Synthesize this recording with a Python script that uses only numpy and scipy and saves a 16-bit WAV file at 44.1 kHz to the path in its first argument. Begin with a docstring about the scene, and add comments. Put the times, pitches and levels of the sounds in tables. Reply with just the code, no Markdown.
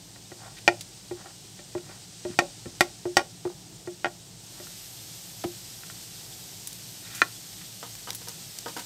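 """Chopped onion is pushed off a plate into a hot pan in a small tiled kitchen.
Oil hisses and pops over a rumbling gas flame. A silicone spatula taps dull notes from the plate and wipes
wet onion over the glaze; pieces snap, the plate clacks on the rim, the pan thuds on its stand.
From 4.3 s the plate is lifted and the frying opens up. The plate is set down at 5.44 s and clacks
sharply on the counter at 7.2 s. From 7.8 s the spatula digs through crisp pieces to the pan's floor."""
import sys
import numpy as np
from scipy import signal
from scipy.fft import rfft, irfft, next_fast_len
from scipy.io import wavfile

SR = 44100
rng = np.random.default_rng(int(sys.argv[2]) if len(sys.argv) > 2 else 0)


def unload_wav(signal):
    """Save mono or channel-first audio to the path in sys.argv[1] as 16-bit WAV at rate SR, clipped to [-1, 1]."""
    wavfile.write(
        sys.argv[1],
        SR,
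        np.round(np.clip(np.atleast_2d(signal).T, -1, 1) * 32767).astype(np.int16),
    )


N = 390637
RING_SAMPLES = 10000
AGE_S, TIME_S = np.arange(RING_SAMPLES) / SR, np.arange(N) / SR
NOTE_HZ, OVERTONE_HZ = 353.3, 601.7  # the plate's low note and its overtone

# Spectra of flame, frying hiss, oil spray and a hard contact. Each row: frequency in Hz, level in dB.
FLAME_SPECTRUM = [(25, -46), (38, -16), (48, -0.5), (64, -13), (95, -7), (113, 2.5), (128, -1.5),
                  (185, 1.5), (230, -13), (310, -7), (540, -18), (780, -14), (1100, -25.5), (3000, -36.5)]
HISS_SPECTRUM = [(300, -7), (750, -5.5), (1100, -8.5), (1700, -5), (2400, -4), (3100, 0.5), (5200, 4),
                 (7000, 2), (8300, 3.5), (9500, -3), (11000, -23), (13000, -76)]
SPRAY_SPECTRUM = [(7000, -30), (9500, -8), (12000, 0), (13200, -1), (14800, -5.5), (16000, -26)]
CRACK_SPECTRUM = [(30, -31), (80, -36), (130, 2.5), (700, 4.5), (1150, -5), (2000, 6.5), (4200, 0),
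                  (5500, 3.5), (8000, 3), (10000, -5), (15000, -5)]
# Modes of the free plate (upper), the pan's stand, the plate on the counter and the loaded pan.
# Each row: frequency in Hz, level in dB, t60 in seconds.
PLATE_MODES = [(460, -36, 0.19), (563, -27, 0.15), (630, -20.5, 0.041), (741, -11.5, 0.035),
               (800, -21, 0.038), (849, -25, 0.058), (1070, -28.5, 0.091), (1110, -27.5, 0.14),
               (1390, -16, 0.061), (1497, -20, 0.031), (1586, -26, 0.032), (1871, -12, 0.05),
               (2010, -29, 0.12), (2210, -36, 0.076), (2405, -16.5, 0.058), (2830, -29, 0.069),
               (2980, -37, 0.056), (3515, -27, 0.06), (3740, -28, 0.047), (4560, -12, 0.015),
               (5280, -26, 0.058), (5940, -27.5, 0.05), (6830, -36, 0.035), (8220, -30, 0.023),
               (9300, -41, 0.03)]
STAND_MODES = [(76, -6, 0.08), (115, -13, 0.29), (174, 2, 0.039), (220, 5, 0.034), (290, 0.5, 0.1)]
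COUNTER_MODES = [(297, -24, 0.063), (490, -32, 0.031), (795, -17, 0.014), (1100, -21, 0.067),
                 (1390, -8.5, 0.048), (1500, -3.5, 0.018), (1760, -12.5, 0.053), (1830, -9.5, 0.043),
                 (1970, -19, 0.055), (2420, -9, 0.029), (3070, -25, 0.031), (4080, -20, 0.04),
                 (6300, -15, 0.023)]
PAN_MODES = [(308, -4.5, 0.028), (472, -10, 0.1), (553, -13, 0.06), (724, -4, 0.022), (810, -10, 0.026),
             (931, -4, 0.042), (1060, -13, 0.03), (1234, -7, 0.036), (1480, -9, 0.025), (2960, -1, .008),
             (4570, 0, 0.0053)]
# Onion meets hot oil as it is pushed in or stirred. Each row: start in seconds, time to release in seconds,
# boost in dB.
FLARES = [(0.244, 2, 1.5), (2.0, 0.9, 2), (8.2, 0.5, 0.5)]
# Dull plate notes. Each row: start in seconds, note level in dB, pitch in Hz, t60 in seconds,
# time to choke in seconds, relative overtone level in dB.
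TAPS = [(0.16, -48, 355, 0.038, .03, -13), (.318, -33.5, 358, 0.05, .04, -14),
        (1.1118, -25.5, 355, 0.14, 0.06, -27), (1.258, -45, 350, 0.088, .05, -13),
        (1.592, -43.5, 347, 0.13, .06, -5), (1.7515, -23, 355.6, 0.23, .029, -10.5),
        (1.893, -42, 354, 0.046, .035, -15), (2.2515, -24.5, 355.6, 0.17, 0.098, -9),
        (2.658, -32.5, 344, 0.1, .05, -22), (3.0548, -22, 356, 0.22, 0.085, -16),
        (3.4522, -22, 357, 0.23, 0.037, -30), (3.874, -27.5, 354, 0.17, 0.061, -15),
        (4.6, -40.5, 356, 0.13, .07, -3.5), (5.445, -25.5, 348, 0.2, 0.086, -24)]
# Wipes and slides. Each row: midpoint in seconds, length in seconds, level in dB, band centre in Hz.
STROKES = [(0.457, 0.17, -49.5, 880), (0.579, 0.062, -53, 2840), (1.237, 0.21, -51.5, 920),
           (1.911, 0.17, -53, 1100), (2.314, 0.12, -55, 1300), (4.594, 0.14, -58.5, 900),
           (7.088, 0.17, -52.5, 1840), (7.168, 0.15, -45, 2310), (7.615, 0.078, -50.5, 2300)]
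# Short sharp ticks. Each row: start in seconds, peak in dB, t60 in seconds, frequency in Hz.
TICKS = [(0.586, -34, 0.03, 3600), (0.8093, -23, 0.047, 6840), (5.438, -27, 0.057, 3850),
         (6.673, -18.5, 0.034, 12200), (6.729, -28, .02, 10000), (7.149, -29, 0.21, 9700),
         (7.953, -26, 0.011, 6500), (8.105, -16.5, 0.011, 5970), (8.131, -25, 0.017, 9000),
         (8.148, -22.5, 0.053, 12500), (8.285, -21, 0.009, 8100), (8.292, -27, 0.015, 9000),
         (8.587, -20.5, 0.014, 7600)]
# Hard plate knocks. Each row: start in seconds, level in dB, contact low-pass in Hz, favoured frequency
# in Hz, its boost in dB, starved frequency in Hz, tuning ratio, share of free ring time, rattle in dB.
CLACKS = [(0.678, 1.5, 4850, 2440, 7, 1170, .993, 0.78, -31),
          (0.6865, -7, 2200, 840, 11.5, 1120, 1.0, .7, -25),
          (1.7797, -32, 3000, 1880, -3, 735, 1.0, 0.82, -14),
          (2.3896, -1, 7200, 2230, 2.5, 2840, 0.99, .85, -17),
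          (2.421, -18.5, 700, 550, 18.5, 1100, 1.0, 1, -10),
          (2.8078, 1.5, 11300, 1630, 3.5, 540, 1.01, 0.83, -29),
          (3.1691, 1.5, 8450, 1790, 2, 2500, 1.017, 0.92, -14),
          (3.1814, -10, 1100, 680, -2, 1400, 0.89, .8, -17),
          (3.193, -15.5, 3000, 2400, 4, 1880, 1.01, 1, -9),
          (3.216, -22, 700, 600, 5, 1100, 0.91, 0.81, -14), (3.475, -35, 1600, 1400, 7, 735, 0.89, .6, -12),
          (3.501, -31, 900, 795, 4, 1880, 1.1, 0.96, -4),
          (4.0455, -9.5, 2900, 1400, 4.5, 2420, 1.01, 0.93, -19),
          (4.0572, -12, 2500, 1390, -1, 2390, 1, 0.82, -2), (5.4409, -14, 890, 1080, 1, 1850, 0.9, .9, -14)]
# Low thuds. Each row: start in seconds, level in dB.
THUDS = [(2.251, -36), (2.286, -40), (2.301, -38), (2.3887, -37), (2.658, -31), (5.446, -31.5)]
# Plate on counter. Each row: start in seconds, level in dB, contact low-pass in Hz.
COUNTER_KNOCKS = [(4.67, -36, 1500), (5.835, -37.5, 3500), (5.9, -32.5, 1800), (7.140, -43, 5000),
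                  (7.2178, -2, 4150)]
# Spatula in the pan. Each row: start in seconds, relative level in dB, decay scale in seconds,
# knock over rub in dB, frequency of the pan's response in Hz, crunch over rub in dB.
DIGS = [(7.829, -31.5, 0.074, -3, 1100, -6), (8.074, -30, 0.09, -4.5, 1200, -3.5),
        (8.214, -43, 0.025, -18, 1000, -5), (8.274, -36.5, 0.083, -6, 950, -5),
        (8.66, -26.5, 0.06, -10, 750, -14), (8.681, -33, 0.046, -12, 1100, 0),
        (8.765, -27.5, 0.053, -13, 900, -3.5), (8.783, -31.5, 0.052, -13, 700, -8),
        (8.794, -32, 0.03, -18, 900, 3)]


def undb(db):
    """Decibels to gain."""
    return 10 ** (np.asarray(db) / 20)


def unit(x):
    """Scale to rms 1."""
    return x / np.sqrt(np.mean(x ** 2))


def fade(t60_s):
    """Exponential decay."""
    return np.exp(-np.log(1000) * AGE_S / max(t60_s, 1 / SR))


def add(track, start_s, sound):
    """Mix a sound into the track."""
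    i = max(int(start_s * SR), 0)
    track[i:i + len(sound)] += sound[:max(N - i, 0)]


def cut(x, hz, kind, order=2):
    """Butterworth filter."""
    sos = signal.butter(order, np.clip(hz, 10, SR / 2.2), kind, fs=SR, output="sos")
    return signal.sosfilt(sos, x)


def noise(spectrum, size):
    """Shaped noise, rms 1."""
    hz, db = np.transpose(spectrum)
    padded = next_fast_len(size, real=True)
    bins_hz = np.fft.rfftfreq(padded, 1 / SR) + 1
    gain = undb(np.interp(np.log(bins_hz), np.log(hz), db))
    return unit(irfft(rfft(rng.standard_normal(padded)) * gain, padded)[:size])


def walk(rate_hz):
    """Random drift, spread near 1."""
    knots = rng.standard_normal(int(N / SR * rate_hz) + 2)
    return np.interp(TIME_S * rate_hz, np.arange(len(knots)), knots)


def clicks(per_s, size=RING_SAMPLES):
    """Impulses of random time and size."""
    return (rng.random(size) < per_s / SR) * rng.standard_normal(size)


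def ring(modes):
    """Damped modes after one sharp blow."""
    return sum(undb(db) * fade(t60_s) * np.cos(2 * np.pi * hz * AGE_S) for hz, db, t60_s in modes)


def gas_flame():
    """Unsteady flame rumble and a faint wavering hum."""
    rumble = noise(FLAME_SPECTRUM, N) * undb(1.05 * walk(7.5))
    hum_hz = 113 + 5 * walk(25)
    hum = np.sin(2 * np.pi * np.cumsum(hum_hz) / SR) * undb(3 * walk(12))
    return undb(-52) * rumble + undb(-56.5) * hum


def frying(lift_s=4.34, lift_length_s=0.3):
    """Bubbles merge into a hiss under fine oil spray; the plate shades both until lifted."""
    covered = np.clip(1 - (TIME_S - lift_s) / lift_length_s, 0, 1)
    shade_db = -5.5 * covered
    hiss_db = -45 + shade_db + flare_db()
    spray_db = -52.5 - 11.5 * covered
    hiss = noise(HISS_SPECTRUM, N) * undb(0.6 * walk(45))
    bubbles = undb(-16) * unit(cut(clicks(per_s=120, size=N), [2500, 8000], "band", order=4))
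    spray = noise(SPRAY_SPECTRUM, N) * undb(0.63 * walk(27))
    return undb(hiss_db) * (hiss + bubbles) + undb(spray_db) * spray + undb(shade_db) * pops()


def pops(per_s=14, low_hz=3190, high_hz=8450, t60_s=0.042):
    """Single bubbles burst, each with a tiny ping."""
    out = np.zeros(N)
    for when, pitch, size in rng.random((int(per_s * N / SR), 3)):
        hz = low_hz * (high_hz / low_hz) ** pitch
        db = -45 + 4.5 * (2 * size - 1)
        add(out, when * N / SR, ring([(hz, db, t60_s)]))
    return out


def low_note(hz, t60_s, hold_s, overtone_db, choked_db=-19):
    """The plate's low note and its overtone ring freely, then are choked."""
    overtone = np.cos(2 * np.pi * OVERTONE_HZ * hz / NOTE_HZ * AGE_S) * fade(1.45 * t60_s)
    note = np.cos(2 * np.pi * hz * AGE_S) * fade(t60_s) + undb(overtone_db) * overtone
    free = np.exp(-(AGE_S / hold_s) ** 6)
    return note * (free + undb(choked_db) * (1 - free))


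def near(hz, spot_hz, width_octaves=0.21):
    """Bell weight, 1 at spot_hz."""
    return np.exp(-(np.log2(hz / spot_hz) / width_octaves) ** 2)


def crack(t60_s, tail_db, tail_t60_s):
    """Crowded high modes: a burst and a weaker tail."""
    return noise(CRACK_SPECTRUM, RING_SAMPLES) * (fade(t60_s) + undb(tail_db) * fade(tail_t60_s))


def upper_modes(tuning, starved_hz, ring_share=1, favoured_hz=None, favour_db=0):
    """The plate's upper modes and crack; modes with a node near the blow are starved."""
    hz, db, t60_s = np.transpose(PLATE_MODES)
    if favoured_hz:
        db = db + favour_db * near(hz, favoured_hz)
    louder, sharper = rng.standard_normal((2, len(hz)))  # grip and load vary per blow
    db = db - 11 * near(hz, starved_hz) + 1.4 * louder
    modes = ring(zip(hz * tuning * (1 + 0.0054 * sharper), db, t60_s * ring_share))
    return modes + undb(-12) * crack(t60_s=0.016, tail_db=-12, tail_t60_s=0.078)


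def taps(firm_tap_db=-8.5):
    """Dull plate notes with faint upper modes: the soft blade lands; at 5.44 s the plate is set down."""
    out = np.zeros(N)
    for start_s, db, hz, t60_s, hold_s, overtone_db in TAPS:
        firmness_db = db - firm_tap_db
        upper = undb(-22 + 0.37 * firmness_db) * upper_modes(hz / NOTE_HZ, starved_hz=4000)
        contact_hz = 1190 * 2 ** (-firmness_db / 27)  # firmer is duller
        note = undb(db) * cut(low_note(hz, t60_s, hold_s, overtone_db), 800, "low")
        add(out, start_s, cut(upper, contact_hz, "low") + note)
    return out


def slaps(thump_hz=121.5):
    """With each dull note, a pitchless contact smack and a low thump."""
    out = np.zeros(N)
    thump = np.sin(2 * np.pi * thump_hz * AGE_S) * fade(0.046)
    for start_s, db, *_ in TAPS:
        smack = cut(rng.standard_normal(RING_SAMPLES) * fade(0.069), [396, 705], "band")
        add(out, start_s, undb(db - 7.5) * smack / np.abs(smack).max() + undb(db - 5.5) * thump)
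    return out


def flare_db(attack_s=0.22, release_s=0.52):
    """Onion pushed in or stirred lifts the hiss: swell, hold, settle."""
    boost_db = np.zeros(N)
    for start_s, length_s, db in FLARES:
        rise = (TIME_S - start_s) / attack_s
        fall = 1 - (TIME_S - start_s - length_s) / release_s
        boost_db += db * np.clip(np.minimum(rise, fall), 0, 1)
    return boost_db


def slips(per_s, spread_db):
    """Stick-slip: dense clicks of uneven size."""
    return unit(clicks(per_s) * undb(spread_db * rng.standard_normal(RING_SAMPLES)))


def strokes():
    """Wet pieces drag over the glaze; jerky friction faintly rings the plate."""
    out = np.zeros(N)
    plate = ring(PLATE_MODES)
    for middle_s, length_s, db, hz in STROKES:
        friction = slips(per_s=1400, spread_db=3) * undb(3.2 * walk(70)[:RING_SAMPLES])
        ringing = signal.fftconvolve(friction, plate)[:RING_SAMPLES]
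        rub = cut(unit(friction) + undb(-9) * unit(ringing), [hz / 1.68, hz * 1.77], "band")
        swell = np.sin(np.pi * np.minimum(AGE_S / length_s, 1))
        add(out, middle_s - length_s / 2, undb(db) * swell * unit(rub))
    return out


def ticks():
    """Short sharp ticks: onion snaps, oil spits, and the plate's edge as it is set down."""
    out = np.zeros(N)
    for start_s, db, t60_s, hz in TICKS:
        burst = rng.standard_normal(RING_SAMPLES) * fade(t60_s)
        fizz = cut(burst, [hz / 2, hz * 1.08], "band", order=1)
        add(out, start_s, undb(db) * fizz / np.abs(fizz).max())
    return out


def chatter(delay_s=0.0038):
    """The plate's edge skitters: fading rebounds, unit energy."""
    touches = clicks(per_s=310) * fade(0.1) * (AGE_S > delay_s)
    return touches / (np.linalg.norm(touches) + 1e-9)


def clacks(reflection_s=0.002724):
    """Hard knocks wake every plate mode: on the pan's rim, then at 5.44 s as it is set down."""
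    out = np.zeros(N)
    for start_s, db, contact_hz, spot_hz, favour_db, starved_hz, tuning, ring_share, rattle_db in CLACKS:
        upper = upper_modes(tuning, starved_hz, ring_share, spot_hz, favour_db)
        rebounds = signal.fftconvolve(upper, chatter())[:RING_SAMPLES]
        rattle = undb(rattle_db) * cut(rebounds, 3900, "low")
        note = undb(-22) * low_note(NOTE_HZ * tuning, t60_s=0.12, hold_s=0.045, overtone_db=-7)
        damping = np.exp(-(AGE_S / (0.045 * ring_share)) ** 2)  # the plate comes to rest
        clack = undb(db) * cut((upper + rattle) * damping + note, contact_hz, "low")
        add(out, start_s, clack)
        add(out, start_s + reflection_s, undb(-17) * cut(clack, 6000, "low"))
    return out


def thuds():
    """Low rattling thuds: the pan on its stand, then at 5.44 s the plate set down."""
    out = np.zeros(N)
    thud = cut(ring(STAND_MODES), 240, "low")
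    for start_s, db in THUDS:
        rattle = unit(cut(rng.standard_normal(RING_SAMPLES), [85, 260], "band")) * fade(0.083)
        add(out, start_s, undb(db - 1) * (thud + rattle))
    return out


def counter_knocks():
    """The plate meets the counter, which damps it to a short, bright clack."""
    out = np.zeros(N)
    for start_s, db, contact_hz in COUNTER_KNOCKS:
        knock = ring(COUNTER_MODES) + undb(-15) * crack(t60_s=0.024, tail_db=-9, tail_t60_s=0.063)
        add(out, start_s, undb(db) * cut(knock, contact_hz, "low"))
    return out


def digs():
    """The spatula knocks on the pan's floor and stutters over it, crushing onion."""
    out = np.zeros(N)
    for start_s, db, decay_s, knock_db, hz, crunch_db in DIGS:
        knock = cut(ring(PAN_MODES), [hz / 3.9, hz * 2.6], "band", order=1)
        stutter = slips(per_s=3000, spread_db=0) * fade(2 * decay_s)
        rub = signal.fftconvolve(stutter, knock)[:RING_SAMPLES]
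        crunch = cut(slips(per_s=3600, spread_db=4), [1500, 6500], "band", order=1) * fade(2.9 * decay_s)
        dig = undb(knock_db) * unit(knock) + unit(rub) + undb(crunch_db) * unit(crunch)
        add(out, start_s, undb(db - 17.5) * unit(dig))
    return out


def room(x, wet_db=-17, low_t60_s=0.21, high_t60_s=0.17, gap_s=0.0034):
    """Close tiled walls: a short, dense echo whose treble dies first."""
    white = rng.standard_normal(RING_SAMPLES)
    lows = cut(white, 810, "low") * fade(low_t60_s)
    highs = undb(-3.5) * cut(white, 2000, "high") * fade(high_t60_s)
    tail = (lows + highs) * np.clip(AGE_S / gap_s - 1, 0, 1)
    return x + undb(wet_db) * signal.fftconvolve(x, tail / np.linalg.norm(tail))[:N]


def scene():
    """Both channels are alike, except the top treble, which arrives scattered."""
    handling = taps() + clacks() + slaps() + counter_knocks() + digs() + thuds() + strokes() + ticks()
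    handling = cut(handling, 99, "high", order=3)  # small things radiate no deep bass
    mid = room(handling) + frying() + gas_flame()
    scatter = rng.standard_normal(RING_SAMPLES) * fade(0.02)
    scattered = signal.oaconvolve(handling, scatter / np.linalg.norm(scatter))[:N]
    side = cut(undb(-8) * scattered + undb(-5) * frying(), 10600, "high", order=10)
    return np.array([mid + side, mid - side])


def record(dry, ceiling=0.88, bottom_hz=46, top_hz=15600):
    """Round the peaks, cut the deepest bass and the top."""
    rounded = cut(ceiling * np.tanh(dry / ceiling), bottom_hz, "high", order=4)
    return signal.sosfilt(signal.ellip(8, 0.2, 70, top_hz, fs=SR, output="sos"), rounded)


dry = scene()
out = record(dry)
unload_wav(out)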